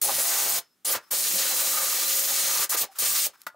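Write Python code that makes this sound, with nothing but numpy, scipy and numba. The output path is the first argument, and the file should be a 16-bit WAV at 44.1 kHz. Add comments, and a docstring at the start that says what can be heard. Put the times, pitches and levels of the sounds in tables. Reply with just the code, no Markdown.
"""A small saw cuts wet wood in short bursts, close to a camera in a shed.
Each burst starts sharply: dense random strikes excite blade and wood over drive hum and gear whine.
Squeals, groans, rasps and high whines, narrow noise bands, sound as it cuts; a small room's tail follows.
Between bursts come faint narrow-band rings and scrapes; one dull knock falls within the long burst.
At the end the tool scrapes, ticks and knocks as damped modes and noise; a faint hush lies beneath."""
import sys
import numpy as np
from scipy import signal
from scipy.fft import rfft, irfft
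from scipy.io import wavfile
from scipy.ndimage import uniform_filter1d
from numba import njit

SR = 44100
rng = np.random.default_rng(int(sys.argv[2]) if len(sys.argv) > 2 else 0)


def generate_wav(signal):
    """Clip the signal to [-1, 1] and save it as 16-bit WAV at the path in sys.argv[1]."""
    frames = np.transpose(np.atleast_2d(signal))
    scaled = np.clip(frames, -1, 1) * 32767
    pcm = np.round(scaled).astype(np.int16)
    wavfile.write(sys.argv[1], SR, pcm)


N = 156555
T = np.arange(N) / SR  # s
FREQ = np.fft.rfftfreq(N, 1 / SR) + 1  # Hz, offset by 1 so that its logarithm exists

# Cutting bursts: start t/s, stop t/s, attack t/s
BURSTS = [(0.014, 0.587, 0.0012), (0.845, 0.963, 0.0063), (1.104, 2.646, 0.0089), (2.69, 2.758, 0.0067),
          (2.762, 2.839, .003), (2.984, 3.267, 0.0031)]
# Decay time of each band after a burst: T60/s
RELEASE_T60_S = [.1, .12, .11, .075, .06, .055]
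# Band levels while cutting, one run of rows through all the bursts, in order of time: t/s, then
# level/dB of rumble, low wood, high wood, low treble, middle treble, top treble
BAND_LEVELS = [
    [(0.03, -65, -57, -62, -35.5, -34.5, -21), (0.06, -77, -44, -58, -36.5, -34, -31),
     (0.096, -60.5, -39, -45, -35, -34, -30), (0.144, -54, -57, -49.5, -34, -38, -29),
     (0.284, -81, -48, -44, -35.5, -30.5, -26), (0.312, -73, -46.5, -40.5, -33.5, -33, -29),
     (0.58, -60, -47.5, -50, -34, -34, -28.5)],
    [(0.86, -76, -50.5, -52.5, -36, -29.5, -34.5), (0.904, -57, -43, -54, -33.5, -40, -27),
     (0.932, -63, -50, -45, -32, -32, -22.5), (0.95, -54, -35, -33.5, -35, -46, -34)],
    [(1.125, -62, -48, -49, -36, -32.5, -23.5), (1.153, -67, -44, -50, -33, -33, -30),
     (1.185, -84, -53.5, -65, -33.5, -30, -32), (1.337, -58, -50, -52, -32.5, -36.5, -27),
     (1.355, -53, -42.5, -58, -34, -31, -29), (1.437, -74, -47.5, -45, -33.5, -31.5, -30),
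     (1.9, -67.5, -49.5, -43, -34, -32, -31)],
    [(1.92, -76, -47, -43, -33.5, -33.5, -28.5), (2.118, -73, -54.5, -54, -32, -35, -28),
     (2.154, -97, -49, -54, -33.5, -32, -28.5), (2.288, -63, -52.5, -49, -33.5, -34.5, -28),
     (2.324, -94, -47, -54, -33, -35, -29), (2.342, -72, -54.5, -49, -32, -32, -29.5),
     (2.64, -61, -45, -40.5, -33.5, -33, -29.5)],
    [(2.705, -71, -61, -53, -39.5, -28, -30), (2.731, -65, -51, -36, -36.5, -30, -30),
     (2.749, -56, -38.5, -41.5, -30.5, -41, -23), (2.761, -71, -40, -39, -37, -45, -38),
     (2.775, -78, -56, -51, -35.5, -27, -32), (2.823, -57, -49, -58, -32, -37, -22),
     (2.835, -60, -39.5, -41.5, -36, -49, -31)],
    [(3.0, -82, -75, -77, -36, -32, -25.5), (3.026, -56, -45, -46, -31.5, -34, -26.5),
     (3.134, -69, -58, -50, -34.5, -30.5, -31), (3.19, -65, -71, -45.5, -30, -35, -27),
     (3.214, -70, -71, -87, -33.5, -30.5, -31), (3.238, -85, -73, -67, -33, -32, -31),
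     (3.265, -60, -45.5, -59, -33.5, -35, -26.5)],
]
# Borders between those six bands: f/Hz
BAND_EDGES_HZ = [150, 900, 1700, 5000, 9500]
# Random level spread of each band: level/dB
CHATTER_DB = [3, 2.5, 2.8, 1.7, 1.1, 1.1]
CHATTER_PER_S = 90
# Relative spectrum of the strike noise: f/Hz, level/dB per Hz
HISS_SPECTRUM = [(24, -104), (40, -43), (296, -18.5), (500, -7.5), (539, -7), (643, -10.5), (1200, -13),
                 (1620, -10), (3800, -5.5), (6750, 1), (15800, 12)]
# Resonances of the wood: f/Hz, width/Hz, relative level/dB
WOOD_MODES = [(891, 43, 2), (1217, 53, 14), (1370, 60, 5.5), (1960, 27, 2)]
# Resonances of the blade: f/Hz, width/Hz, relative level/dB
BLADE_MODES = [(6810, 760, 4), (8060, 100, 8), (8660, 490, 7.5), (9180, 130, -2), (10550, 67, 11.5),
               (13940, 1450, 11), (15640, 670, 13.5)]
STRIKE_SCATTER_DB, WOOD_BLADE_SPLIT_HZ = 0.84, 2800
WOOD_DB, BLADE_DB = -12.5, -13  # resonances relative to the hiss on their side of the split
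MODE_WANDER_DB, MODE_DRIFT = 2, .01  # drift as a fraction of the frequency

# Blade squeals, wood groans and rasps, and high drive whines near 14 kHz:
# start t/s, length t/s, from f/Hz, to f/Hz, width/Hz, level/dB
SQUEALS = [(0.01, 0.28, 10830, 10500, 250, -33), (0.035, 0.037, 9340, 8100, 250, -31),
           (.195, 0.037, 7080, 8300, 250, -32), (0.866, 0.041, 9720, 11530, 250, -27),
           (0.029, 0.037, 650, 604, 150, -42.5), (0.031, .04, 850, 825, 80, -44),
           (0.07, 0.042, 834, 790, 60, -36), (0.085, .035, 1070, 1040, 50, -39),
           (0.102, 0.044, 720, 580, 60, -43), (0.178, 0.036, 573, 570, 80, -39),
           (1.7, .26, 1233, 1225, 50, -41), (2.547, 0.066, 1190, 1174, 50, -40.5),
           (3.144, 0.057, 1200, 1195, 60, -43.5), (.25, 0.29, 14200, 14200, 100.7, -40),
           (0.257, 0.35, 8900, 8800, 250, -37.5), (3.05, 0.054, 13900, 14200, 40, -38),
           (3.09, .095, 14200, 13900, 40, -40), (3.175, 0.061, 14080, 14650, 40, -43),
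           (3.09, 0.1, 15250, 15100, 50, -37)]
# Faint rings between and after bursts: start t/s, length t/s, f/Hz, level/dB, T60/s
RINGS = [(.605, .2, 5206, -68, .6), (.98, .125, 5230, -66, 3), (2.86, .09, 5200, -67, 3),
         (2.875, .055, 780, -56, 3), (3.3, .12, 5200, -72, 3)]
FLUTTER_DB, RING_WIDTH_HZ = 2.5, 30

# Blade speed and load: t/s, rate/strokes per s, bite/0-1
SPEED = [(0, 62.2, .3), (.22, 62.2, .4), (.27, 62.2, 1), (.59, 62.2, .9), (.85, 62.2, .5), (.96, 62.2, .5),
         (1.15, 61.7, 0), (1.4, 60.3, 0), (1.7, 59.4, 0), (2.0, 60, 0), (2.15, 60.8, 0), (2.4, 61.4, 0),
         (2.64, 62.5, 0), (2.7, 63, .5), (2.84, 63.5, .2), (3.0, 64, .2), (3.18, 64.4, .1),
         (3.26, 66.4, .1)]
# Drive hum: multiple of the stroke rate, level/dB running light, level/dB biting (before wander)
DRIVE_HARMONICS = [(3, -68, -72), (4, -71, -73), (5, -61, -67), (6, -59, -65), (8, -64, -60), (9, -50, -62),
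                   (11, -62, -47), (12, -60, -62), (13, -63, -48), (14, -65, -50), (17, -65, -48),
                   (18, -59, -65), (19, -65, -51), (20, -57, -65), (24, -60, -60), (25, -65, -52),
                   (30, -60, -65)]
DRIVE_WANDER_DB, SPEED_WAVER = 4.5, .002  # waver as a fraction of the rate
GEAR_MULTIPLE, GEAR_DB, GEAR_BITE_DB, GEAR_JITTER = 67.3, -44.5, -8, .0055

# Scrapes: start t/s, length t/s, level/dB of the bright noise, body level/dB relative to it
SCRAPES = [(0.99, 0.12, -64, 0), (2.9, 0.11, -59, -5.5), (2.954, 0.053, -45.5, -9), (3.33, 0.034, -64, 5),
           (3.36, 0.095, -65, -4)]
# Ticks: t/s, nominal peak level/dB
TICKS = [(2.916, -55), (2.936, -49), (3.407, -50), (3.417, -28.5), (3.435, -46)]
# Knocks: t/s, peak level/dB of the modes, dullness/0-1, centre f/Hz
KNOCKS = [(1.335, -37, .95, 240), (3.4662, -21, .12, 1300), (3.543, -45, 1.0, 680)]
# Modes of the tool: f/Hz, relative level/dB, T60/s
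TOOL_MODES = [(190, -24, .1), (320, -22, .08), (592, -8, .06), (720, -14, .05), (883, -10, .06),
              (1034, -12, .06), (1250, 0, .04), (1389, -2, .06), (1453, -3, .065), (1707, -10, .06),
              (1950, -9, .05), (2396, -15, .06), (2900, -15, .05), (3600, -13, .05), (4500, -14, .035)]
TICK_T60_S, BRIGHT_CORNER_HZ, SCRAPE_FLUTTER_DB = 0.0081, 2560, 3
KNOCK_RISE_S, KNOCK_ROUGH_DB, DULL_DB_PER_OCTAVE = .003, 3.5, 24
CRACK_DB, CRACK_DULL_DB, CRACK_T60_S = -9, -30, 0.065

# Reverberation of the room: band centre f/Hz, T60/s
ROOM_DECAY = [(300, 0.16), (1300, 0.2), (4000, 0.1), (12000, 0.05)]
ROOM_DB = -14
# Relative spectrum of the hush: f/Hz, level/dB per Hz
HUSH_SPECTRUM = [(18, -47), (30, -17), (316, -1), (534, -11), (1050, -11), (1270, -8), (2080, -13),
                 (13700, -16), (15600, -18)]
HUSH_DB, HUSH_SIDE_DB = -72, -9
BUZZ_HZ, BUZZ_DB, MAINS_PULSES_HZ = 13960, -85, 120
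# Stereo width: f/Hz, side level/dB relative to mid
SIDE_SPECTRUM = [(60, -17), (125, -26), (400, -25), (800, -19), (1500, -11.5), (4000, -10.5), (8000, -10),
                 (14000, -13.5)]
LEFT_OVER_RIGHT_DB = .4
CEILING, TOP_HZ = 0.6, 15720  # soft limit of amplitude, edge of the low-pass


def undb(db):
    """Amplitude ratio is ten to the power dB/20."""
    return 10 ** (np.asarray(db) / 20)


def unit(x):
    """Normalisation to a root mean square of one."""
    return x / np.sqrt(np.mean(x ** 2))


def on_hz(table):
    """Interpolation of (f/Hz, value) rows along a logarithmic frequency axis."""
    table = np.array(table)
    return np.interp(np.log(FREQ), np.log(table[:, 0]), table[:, 1])


def shape(x, gain):
    """Linear filtering as multiplication of the spectrum."""
    return irfft(rfft(x) * gain, N)


@njit
def svf(x, hz, width):
    """State-variable resonator: a band-pass of unit peak gain whose centre may move."""
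    y, band, low = np.empty(len(x)), 0., 0.
    for i in range(len(x)):
        g = np.tan(np.pi * hz[i] / SR)
        damping = width / hz[i]
        v = (band + g * (x[i] - low)) / (1 + g * (g + damping))
        band, low = 2 * v - band, low + 2 * g * v
        y[i] = damping * v
    return y


def band_noise(hz, width):
    """White noise through a resonator of fixed centre, at unit level."""
    return unit(svf(rng.standard_normal(N), np.full(N, 1. * hz), 1. * width))


def walk(rate):
    """Slow random modulation: smoothed random steps at the given rate in Hz, spread one."""
    k = int(SR / rate)
    steps = np.repeat(rng.standard_normal(N // k + 1), k)
    smooth = uniform_filter1d(uniform_filter1d(steps, k), k)
    return unit(smooth[:N])


def fade(start, t60):
    """Exponential decay, 60 dB in the time t60."""
    return (T >= start) * undb(-60 * np.maximum(T - start, 0) / t60)


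def swell(start, length):
    """Trapezoidal envelope: a linear rise, a hold and a linear fall."""
    u = (T - start) / length
    return np.clip(np.minimum(u, 1 - u) * 6, 0, 1)


def gate(t60):
    """Burst envelope: quadratic attack, hold and exponential release as the trigger goes on and off."""
    envelopes = []
    for start, stop, attack in BURSTS:
        rise = np.clip((T - start) / attack, 0, 1) ** 2
        envelopes.append(rise * undb(-60 * np.maximum(T - stop, 0) / t60))
    return np.max(envelopes, axis=0)


def resonances(x, table):
    """Forced modes in parallel, each drifting in frequency and level independently."""
    total = 0
    for hz, width, db in table:
        gain = undb(db + MODE_WANDER_DB * walk(9.64))
        centre = hz * (1 + MODE_DRIFT * walk(9.7))
        total = total + gain * svf(x, centre, 1. * width)
    return unit(total)


def saw():
    """Random tooth strikes excite wood and blade modes; six bands then follow their own levels."""
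    scatter = undb(STRIKE_SCATTER_DB * rng.exponential(size=N))
    strikes = unit(rng.standard_normal(N) * scatter)
    hiss = unit(shape(strikes, undb(on_hz(HISS_SPECTRUM))))
    is_wood = FREQ < WOOD_BLADE_SPLIT_HZ
    wood_gain = undb(WOOD_DB) * np.std(shape(hiss, is_wood))
    blade_gain = undb(BLADE_DB) * np.std(shape(hiss, ~is_wood))
    wood = wood_gain * resonances(strikes, WOOD_MODES)
    blade = blade_gain * resonances(strikes, BLADE_MODES)
    cut = hiss + wood + blade

    rows = np.vstack(BAND_LEVELS)
    edges = [0] + BAND_EDGES_HZ + [SR]
    out = 0
    for k in range(len(edges) - 1):
        # the difference of two low-pass power responses is a band
        below_top = 1 / (1 + (FREQ / edges[k + 1]) ** 8)
        below_bottom = 1 / (1 + (FREQ / (edges[k] + 1)) ** 8)
        band = unit(shape(cut, np.sqrt(np.abs(below_top - below_bottom))))
        db = np.interp(T, rows[:, 0], rows[:, k + 1]) + CHATTER_DB[k] * walk(CHATTER_PER_S)
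        out = out + band * undb(db) * gate(RELEASE_T60_S[k])
    return out


def squeals():
    """Narrow-band resonance of noise: squeals, groans, rasps and whines, and rings of fixed pitch."""
    out = 0
    for start, length, hz_from, hz_to, width, db in SQUEALS:
        hz = np.interp(T, [start, start + length], [hz_from, hz_to])
        tone = unit(svf(rng.standard_normal(N), hz, 1. * width))
        out = out + undb(db + FLUTTER_DB * walk(50)) * swell(start, length) * tone
    for start, length, hz, db, t60 in RINGS:
        envelope = swell(start, length) * fade(start, t60)
        out = out + undb(db) * envelope * band_noise(hz, RING_WIDTH_HZ)
    return out


def drive():
    """Periodic forcing: hum on multiples of the stroke rate, and a gear whine tied to that rate."""
    times, speed, load = np.array(SPEED).T
    rate = np.interp(T, times, speed) * (1 + SPEED_WAVER * walk(12))
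    bite = np.interp(T, times, load)
    turn = 2 * np.pi * np.cumsum(rate) / SR  # phase in radians
    hum = 0
    for multiple, light_db, biting_db in DRIVE_HARMONICS:
        db = light_db + bite * (biting_db - light_db) - DRIVE_WANDER_DB * np.abs(walk(9))
        hum = hum + undb(db) * 2 * np.sin(multiple * turn + 2 * np.pi * rng.random())
    jitter = 2 * np.pi * np.cumsum(GEAR_JITTER * rate * walk(60)) / SR
    whine = np.sqrt(2) * np.sin(GEAR_MULTIPLE * (turn + jitter))
    whine_db = GEAR_DB + GEAR_BITE_DB * bite + FLUTTER_DB * walk(20)
    # heard() gates hum and whine together, so the whine is gated twice
    return hum + undb(whine_db) * gate(RELEASE_T60_S[2]) * whine


def knock(start, db, dull, centre_hz, crack_noise):
    """Impulse response of the tool: damped modes with a crack; dullness favours modes near the centre."""
    ring = 0
    for k, (hz, mode_db, t60) in enumerate(TOOL_MODES):
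        loss_db = DULL_DB_PER_OCTAVE * dull * np.abs(np.log2(hz / centre_hz))
        gain = undb(mode_db - loss_db + KNOCK_ROUGH_DB * walk(150))
        sine = (-1) ** k * np.sin(2 * np.pi * hz * (T - start))
        ring = ring + gain * fade(start, t60) * sine
    ring = ring * np.clip((T - start) / KNOCK_RISE_S, 0, 1)
    crack = undb(CRACK_DB + CRACK_DULL_DB * dull) * fade(start, CRACK_T60_S) * crack_noise
    return undb(db) * (ring / np.abs(ring).max() + crack)


def handling():
    """Friction and impact: scrapes of held noise, ticks of decaying noise, and knocks of the tool."""
    noise = rng.standard_normal(N)
    bright = unit(shape(noise, 1 / np.sqrt(1 + (BRIGHT_CORNER_HZ / FREQ) ** 4)))
    body = unit(svf(noise, np.full(N, 1280.), 410.0))
    out = 0
    for start, length, db, body_db in SCRAPES:
        gain = undb(db + SCRAPE_FLUTTER_DB * walk(60)) * swell(start, length)
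        out = out + gain * (bright + undb(body_db) * body)
    for start, db in TICKS:
        out = out + undb(db) / 2 * fade(start, TICK_T60_S) * bright
    for start, db, dull, centre_hz in KNOCKS:
        out = out + knock(start, db, dull, centre_hz, bright + 1.05 * body)
    return out


def room(x):
    """Reverberation as convolution with decaying noise, whose T60 depends on the band."""
    tail = 0
    for hz, t60 in ROOM_DECAY:
        tail = tail + band_noise(hz, 1.24 * hz) * np.sqrt(hz) * fade(0.002, t60)
    tail = tail[:SR // 2]
    return signal.fftconvolve(x, tail / np.sqrt(np.sum(tail ** 2)))[:N]


def floor():
    """Stationary noise and pulse excitation: room hush and a faint high buzz at a mains rate."""
    noise = unit(shape(rng.standard_normal(N), undb(on_hz(HUSH_SPECTRUM))))
    hush = noise * undb(HUSH_DB + 0.5 * walk(6.6))
    pulses = 1. * (np.diff(np.floor(T * MAINS_PULSES_HZ), prepend=0) > 0)
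    buzz = unit(svf(pulses, np.full(N, 1. * BUZZ_HZ), 700.))
    return hush + undb(BUZZ_DB) * buzz


def heard(hum):
    """Superposition of direct sound, its reverberation and the gated hum, with fresh random draws."""
    direct = saw() + squeals() + handling()
    return direct + undb(ROOM_DB) * room(direct) + hum * gate(RELEASE_T60_S[2])


def scene():
    """Mid-side stereo: an independent side signal makes left and right differ."""
    mid = heard(drive()) + floor()
    side = shape(heard(0), undb(on_hz(SIDE_SPECTRUM))) + undb(HUSH_SIDE_DB) * floor()
    left = (mid + side) * undb(LEFT_OVER_RIGHT_DB / 2)
    right = (mid - side) * undb(-LEFT_OVER_RIGHT_DB / 2)
    return np.array([left, right])


def record(dry):
    """Saturation and band limiting: the camera rounds peaks, drops deep bass and cuts the top."""
    rounded = CEILING * np.tanh(dry / CEILING)
    high_pass = signal.butter(2, 50, "high", fs=SR, output="sos")
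    low_pass = signal.ellip(12, .2, 80, TOP_HZ, fs=SR, output="sos")
    return signal.sosfilt(low_pass, signal.sosfilt(high_pass, rounded))


dry = scene()
out = record(dry)
generate_wav(out)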